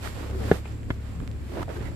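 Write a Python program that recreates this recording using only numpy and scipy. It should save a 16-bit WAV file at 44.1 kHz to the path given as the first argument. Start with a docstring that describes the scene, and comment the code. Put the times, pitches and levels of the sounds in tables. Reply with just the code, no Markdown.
"""Someone walks through clumpy slush on a roadside while an engine idles nearby.
From the start the engine hums over a low rumble, a faint hiss and a thin whine. The first stride
brings a bright swish, wet snow crunches under the sole and ice crumbs snap. Then wet pockets squelch
as they are squeezed, and at half a second a boot knocks down on a frozen lump.
More steps follow, with a busy cluster of crunches and knocks near the end."""
import sys
import numpy as np
from scipy import signal
from scipy.fft import rfft, irfft
from scipy.io import wavfile

SR = 44100
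rng = np.random.default_rng(int(sys.argv[2]) if len(sys.argv) > 2 else 0)


def master(y):
    """Save y as 16-bit WAV."""
    cut = np.clip(np.atleast_2d(y).T, -1, 1)
    pcm = np.round(cut * 32767)  # scale
    wavfile.write(sys.argv[1], SR, pcm.astype(np.int16))


N = 85995
T = np.arange(N) / SR


def from_db(db):
    """Turn decibels into a number to multiply by."""
    return 10 ** (np.asarray(db) / 20)


def rms_one(x):
    """Scale a signal so that its average strength (rms) is 1."""
    return x / np.sqrt(np.mean(x ** 2) + 1e-20)


def panned(db):
    """Share a sound between the two sides; positive db is louder on the left."""
    return rms_one(from_db([[db / 2], [-db / 2]]))


def at_hz(points, hz):
    """Read between the rows of a table, giving each octave equal room."""
    pitches, values = np.transpose(points)
    return np.interp(np.log(hz), np.log(pitches), values)


def filtered(x, hz, kind):
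    """Keep the "low" side, the "high" side or a "band" of a sound."""
    return signal.sosfilt(signal.butter(2, hz, kind, fs=SR, output="sos"), x + 1e-18)


def noise():
    """Two unrelated white noises."""
    return rng.standard_normal((2, N))


def drift(rate_hz):
    """A slow random wander, about 1 in size."""
    r = np.exp(-80 * np.pi * rate_hz / SR)
    slow = signal.lfilter([1], [1, -2 * r, r * r], rng.standard_normal(N // 40 + 2002))[2000:]
    return np.interp(np.arange(N) / 40, np.arange(len(slow)), rms_one(slow))


def click(start_s):
    """A click one sample long."""
    return 1.0 * (np.arange(N) == int(start_s * SR))


def ring(x, hz, ring_s):
    """Each click in x starts a tone that fades by 60 dB in ring_s."""
    decay = np.exp(-np.log(1000) / (ring_s * SR))
    angle = 2 * np.pi * hz / SR
    return signal.lfilter([0, np.sin(angle)], [1, -2 * decay * np.cos(angle), decay ** 2], x + 1e-18)


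def swell(peak_s, rise_s, fall_s):
    """A bell-shaped loudness curve with its own rise and fall."""
    return np.exp(-((T - peak_s) / np.where(T < peak_s, rise_s, fall_s)) ** 2)


def tick_sizes(spread_db, limit):
    """Random sizes of either sign: mostly small, at most limit * spread_db louder."""
    return from_db(spread_db * np.minimum(rng.exponential(1, (2, N)), limit)) * np.sign(noise())


def grains(per_s, spread_db, blur_db):
    """Tiny random breaks of uneven size, over a blur of still finer ones."""
    ticks = tick_sizes(spread_db, limit=4) * (rng.random((2, N)) < per_s / SR)
    return rms_one(ticks) + from_db(blur_db) * noise()


# How alike left and right are: pitch_hz, likeness (0 unrelated, 1 the same)
STEREO_LIKENESS = [(30, 0.74), (100, 0.43), (180, 0.75), (300, 0.62), (600, 0.18), (1200, 0), (2500, 0.025),
                   (14000, 0)]
def coloured(pair, colour, tilt_db=0):
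    """Give two noises a tone colour and make them alike in the bass; tilt_db brightens per octave."""
    hz = np.fft.rfftfreq(N, 1 / SR) + 1
    alike = at_hz(STEREO_LIKENESS, hz)
    bass_cut = 1 / np.sqrt(1 + (colour[0][0] / hz) ** 4)
    mid, side = rfft(pair) * bass_cut * from_db(at_hz(colour, hz) + tilt_db * np.log2(hz))
    stereo = np.sqrt(1 + alike) * mid + np.sqrt(1 - alike) * side * [[1], [-1]]
    return rms_one(irfft(stereo, N))


# The tones in the engine's hum: multiple of ENGINE_HZ, level_db
ENGINE_TONES = [(1, -45), (2, -37), (3, -42), (4, -63), (5, -56), (6, -53.5), (7, -54)]
# How the whole hum swells and dips: time_s, change_db
ENGINE_SWELLS = [(0, -3), (.2, 0), (.4, 6.5), (.65, -1), (1.2, 1.5), (1.5, -1), (1.65, -12), (1.8, -1),
                 (1.95, -8)]
ENGINE_HZ, ENGINE_WANDER, ENGINE_FLUTTER_DB = 35.14, 0.0076, 1
def engine():
    """An idling engine hums in low, fluttering tones that reach the two microphones out of step."""
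    turn = 2 * np.pi * np.cumsum(ENGINE_HZ * (1 + ENGINE_WANDER * drift(5.1))) / SR
    hum = 0
    for multiple, level_db in ENGINE_TONES:
        phase = round(multiple) * turn + rng.uniform(0, 2 * np.pi)
        out_of_step = 0.24 * drift(6) * [[.5], [-.5]]  # radians
        level = from_db(level_db + ENGINE_FLUTTER_DB * drift(15.6))
        hum = hum + level * np.sqrt(2) * np.sin(phase + out_of_step)
    return hum * from_db(np.interp(T, *np.transpose(ENGINE_SWELLS))) * panned(db=0.5)


# Tone colours of the rumble, the outdoor air and the microphones' own hiss: pitch_hz, level_db
RUMBLE_COLOUR = [(30, -30), (38, 2), (55, 3.5), (110, 8), (180, -8.5), (280, -5.5), (400, -12.5),
                 (600, -22), (1000, -51), (3000, -66)]
AIR_COLOUR = [(300, 15), (1000, 5), (2200, 2.5), (3200, -4.5), (4600, -7.5), (6200, -12), (9000, -8),
              (11000, -21), (15000, -36)]
MIC_COLOUR = [(5000, -12), (8000, -25), (10500, 4), (12500, 5), (15000, 5)]
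RUMBLE_DB, RUMBLE_GUST_DB, AIR_DB, MIC_DB = -38, 2.5, -51.5, -67
def background():
    """A wavering low rumble, faint outdoor hiss and noise mostly from the right microphone."""
    rumble = from_db(RUMBLE_DB + RUMBLE_GUST_DB * drift(5.2)) * coloured(noise(), RUMBLE_COLOUR)
    air = from_db(AIR_DB) * panned(db=-1) * coloured(noise(), AIR_COLOUR)
    hiss = from_db(MIC_DB) * panned(db=-26) * coloured(noise(), MIC_COLOUR)
    return rumble + air + hiss


# How the whine swells and dips: time_s, change_db
WHINE_SWELLS = [(0, 7), (.2, 4), (.5, -1), (.7, 3), (1.0, -5), (1.15, 2.5), (1.45, -5.5), (1.95, 2.5)]
WHINE_HZ, WHINE_WIDTH_HZ, WHINE_DB = 7444, 290, -65.5
def whine():
    """A narrow band of noise makes a thin, high whine."""
    band = filtered(noise(), [WHINE_HZ - WHINE_WIDTH_HZ / 2, WHINE_HZ + WHINE_WIDTH_HZ / 2], "band")
    return from_db(WHINE_DB + np.interp(T, *np.transpose(WHINE_SWELLS))) * rms_one(band)


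def bursts(texture, events, colour):
    """Make one swell of a grainy texture per event, each starting elsewhere in the texture."""
    out = 0
    for peak_s, rise_s, fall_s, level_db, tilt_db, pan_db in events:
        grit = coloured(np.roll(texture, rng.integers(N), axis=1), colour, tilt_db)
        out = out + from_db(level_db) * panned(pan_db) * swell(peak_s, rise_s, fall_s) * grit
    return out


# The swishes of the strides: peak_s, rise_s, fall_s, level_db, brightness_db_per_octave, pan_db
STRIDE_SWISHES = [(.066, 0.053, 0.058, -41, .5, -4), (.19, 0.098, 0.15, -44.5, -0.3, -3.5),
                  (.40, 0.067, 0.08, -51, 2.5, 6), (.47, 0.077, 0.076, -41.5, -1.5, -3),
                  (.548, 0.11, 0.053, -44.5, 2.5, 1), (.71, 0.097, 0.056, -50, -1.5, -4),
                  (.91, 0.023, 0.047, -53.5, 0.5, 1), (1.07, 0.06, 0.12, -51, -1.5, -6),
                  (1.235, 0.023, 0.02, -56.5, -0.5, -8), (1.60, 0.14, 0.044, -47.5, 0, -3.5),
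                  (1.765, 0.067, 0.029, -49, 0.5, -3.5), (1.86, 0.083, 0.11, -49.5, -1.5, -2.5)]
# Tone colour of a swish: pitch_hz, level_db
SWISH_COLOUR = [(300, 7), (800, 2.5), (2000, -1), (3000, -4.5), (4500, -6), (6200, -12), (8500, -11.5),
                (10500, -13.5), (12500, -11.5), (15000, -21.5)]
def swishes():
    """Fine, bright rubbing swells and fades with each stride."""
    rubbing = grains(per_s=6000, spread_db=1, blur_db=3)
    return bursts(rubbing, STRIDE_SWISHES, SWISH_COLOUR)


CRUMBS_PER_S, CRUMBS_DB, CRUMB_RING_CYCLES = 110, -61.5, 4.5
def crumbs():
    """Loose bits of slush tick at random, louder while a stride swishes."""
    stir = sum(from_db(db) * swell(*timing) for *timing, db, _, _ in STRIDE_SWISHES) + from_db(AIR_DB)
    pitches_hz = np.geomspace(1080, 5400, 10)
    ticks = 0
    for hz in pitches_hz:
        starts = rng.random(N) < CRUMBS_PER_S / len(pitches_hz) / SR
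        ticks = ticks + ring(starts * tick_sizes(spread_db=6, limit=2), hz, CRUMB_RING_CYCLES / hz)
    return from_db(CRUMBS_DB) * rms_one(ticks * stir ** 0.63)  # swells less than the swishes do


# A sole presses the slush: peak_s, rise_s, fall_s, level_db, brightness_db_per_octave, pan_db
SOLE_PRESSES = [(0.071, 0.042, 0.0089, -34.5, 3.5, -9.5), (0.213, 0.054, 0.049, -38, -0.5, -6.5),
                (.345, 0.093, 0.02, -38.5, -1.5, -2.5), (0.436, 0.048, 0.088, -34.5, -2, -3.5),
                (0.524, 0.039, 0.057, -35, 1, -11), (.664, .006, 0.014, -45.5, 2, -8),
                (0.913, 0.023, 0.0096, -37.5, -5, -1), (1.222, 0.012, 0.015, -31, -11, -2.5),
                (1.592, 0.059, 0.031, -33, -1.5, -3), (1.63, 0.016, 0.0057, -35, 2, -3),
                (1.697, 0.013, 0.075, -38, 0.5, -8), (1.768, 0.011, 0.016, -41, 0.5, -5),
                (1.82, 0.035, 0.048, -41.5, 1.5, -8.5), (1.869, 0.028, 0.025, -43, 2.5, -24),
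                (1.92, 0.034, 0.031, -40, -5, -2)]
# Tone colour of crunching snow: pitch_hz, level_db
SNOW_COLOUR = [(130, -9), (220, -4), (380, -1), (600, -6.5), (900, -12.5), (1400, -13.5), (2500, -22),
               (5000, -34.5), (14000, -47)]
SNOW_GRAINS = dict(per_s=1100, spread_db=3.5, blur_db=-6)
def crunches():
    """Wet snow gives way under the boot in swells of dull grains."""
    return bursts(grains(**SNOW_GRAINS), SOLE_PRESSES, SNOW_COLOUR)


# Single ice crumbs break: start_s, ring_db, pitch_hz, edge_db, pan_db
ICE_SNAPS = [(0.075, -16.5, 1530, -33, -23), (.3112, -36, 11500, -22, 8), (.4395, -26, 1700, -42, -2),
             (0.656, -32, 2450, -50, -10), (.6562, -26, 816, -55, 6), (.679, -34, 2490, -40, -9),
             (0.8322, -35, 2320, -53, -5), (1.2028, -28.5, 1270, -55, -8), (1.215, -43, 8000, -40, -7),
             (1.2768, -30, 2280, -15.5, -15), (1.3147, -45, 1200, -19.5, -9), (1.5563, -35, 3020, -33, -15),
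             (1.5712, -22, 650, -45, -20), (1.6302, -24.5, 1520, -34, -14), (1.682, -25.5, 745, -55, 4)]
def snaps():
    """An ice crumb breaks with a sharp edge of sound and rings for a few cycles."""
    out = 0
    for start_s, ring_db, pitch_hz, edge_db, pan_db in ICE_SNAPS:
        edge = filtered(filtered(click(start_s), hz=900, kind="high"), hz=4200, kind="low")
        tone = ring(click(start_s), pitch_hz, CRUMB_RING_CYCLES / pitch_hz)
        out = out + panned(pan_db) * (from_db(ring_db) * tone + from_db(edge_db) * edge)
    return out


# Wet pockets in the slush are squeezed: peak_s, half_length_s, pitch_hz, level_db, pan_db
WET_POCKETS = [(0.392, 0.051, 371, -37.5, 2.5), (0.658, 0.0051, 2490, -44.5, 1),
               (0.441, 0.034, 438, -38.5, 1), (1.189, 0.045, 157.7, -38.5, 1.5),
               (1.523, .025, 326, -38.5, -7), (1.589, 0.032, 628, -40, -11), (1.617, 0.017, 940, -40, -7),
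               (1.63, 0.0057, 1265, -37, -1), (1.685, 0.007, 668, -41, 0), (1.704, 0.018, 620, -38.5, -3),
               (1.77, 0.01, 1560, -45.5, -3), (1.771, 0.021, 387, -37, 1), (1.869, 0.027, 2030, -48, -22)]
POCKET_Q = 7.1  # pitch divided by band width: higher is a purer tone
def squelches():
    """Breaking grains set a water-filled pocket ringing with a short, hollow tone."""
    snow = coloured(grains(**SNOW_GRAINS), SNOW_COLOUR)
    half_width = .5 / POCKET_Q
    out = 0
    for peak_s, half_length_s, pitch_hz, level_db, pan_db in WET_POCKETS:
        tone = filtered(snow, [pitch_hz * (1 - half_width), pitch_hz * (1 + half_width)], "band")
        shape = swell(peak_s, half_length_s, half_length_s)
        squelch = rms_one(tone * shape) * np.sqrt(np.mean(shape ** 2))  # strength about 1 at the peak
        out = out + from_db(level_db) * panned(pan_db) * squelch
    return out


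def struck(push, tones, uneven_db, left_lag_s):
    """A struck object rings, a bit differently per blow and side; the left side hears it later."""
    left, right = sum(from_db(db + uneven_db * rng.standard_normal((2, 1))) * ring(push, hz, ring_s)
                      for hz, db, ring_s in tones)
    return np.array([np.interp(T - left_lag_s, T, left), right])


# A boot lands on a frozen lump: start_s, boot_db, lump_db, thud_db, crack_db
BOOT_KNOCKS = [(0.5145, -3, -36, -17, -21.5), (0.5192, -22.5, -29, -48, -38),
               (.9040, -20.5, -29.5, -9, -26.5), (0.9074, -21.5, -43, -34, -30),
               (1.2010, -39, -53, -19.5, -38), (1.5967, -31, -48, -20, -53.5), (1.6921, -33, -53, -29, -42),
               (1.8079, -30.5, -48, -19.5, -65)]
# The tones that the boot and the lump ring with: pitch_hz, level_db, ring_s
BOOT_TONES = [(180, -12.5, 0.072), (278, -18.5, 0.044), (427, 2.5, 0.018), (630, -14, 0.023),
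              (754, -20, 0.045), (1467, -12, 0.017), (1700, -17, 0.027)]
LUMP_TONES = [(1153, -2.5, 0.026), (1490, -11, 0.018), (1604, -2, .026), (2090, -0.5, 0.041),
              (3230, -9, 0.034), (3200, -14.5, 0.025)]
# Tone colour of the cracking crust: pitch_hz, level_db
CRACK_COLOUR = [(200, -18), (600, 9.5), (1000, 10), (1500, 6), (2300, -4.5), (3300, -6), (5000, -28),
                (14000, -46)]
THUD_HZ, THUD_RING_S, CRACK_FADE_S = 86.4, 0.035, 0.023
def knocks():
    """Each landing rings the boot and the lump, thuds into the ground and cracks the crust."""
    crust = coloured(noise(), CRACK_COLOUR)
    out = 0
    for start_s, boot_db, lump_db, thud_db, crack_db in BOOT_KNOCKS:
        hit = click(start_s)
        soft_push = filtered(filtered(hit, hz=1800, kind="low"), hz=110, kind="high")
        boot = from_db(boot_db) * struck(soft_push, BOOT_TONES, uneven_db=2.15, left_lag_s=.00009)
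        lump = from_db(lump_db) * struck(hit, LUMP_TONES, uneven_db=-1.0, left_lag_s=.00018)
        thud = from_db(thud_db) * ring(filtered(hit, THUD_HZ / 2, "high"), THUD_HZ, THUD_RING_S)
        fade = (T >= start_s) * np.exp(-np.log(1000) * np.abs(T - start_s) / CRACK_FADE_S)
        out = out + boot + lump - thud + from_db(crack_db) * fade * crust
    return out


def scene():
    """The walker close by, the engine further off."""
    walker = knocks() + crunches() + squelches() + swishes() + snaps() + crumbs()
    return walker + engine() + background() + whine()


LEFT_DULL_DB, BASS_CUT_HZ, TREBLE_CUT_HZ = -5, 27.3, 14650
def record(dry):
    """The left microphone is duller; the deepest bass is lost, peaks clip and the top treble is cut."""
    hz = np.fft.rfftfreq(N, 1 / SR) + 1
    dulling = from_db(at_hz([(7500, 0), (11000, LEFT_DULL_DB)], hz))
    left = irfft(rfft(dry[0]) * dulling, N)
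    stereo = filtered(np.array([left, dry[1]]), BASS_CUT_HZ, "high")
    treble_cut = signal.ellip(12, .1, 80, TREBLE_CUT_HZ, fs=SR, output="sos")
    return signal.sosfilt(treble_cut, np.clip(stereo, -1, 1))


dry = scene()
out = record(dry)
master(out)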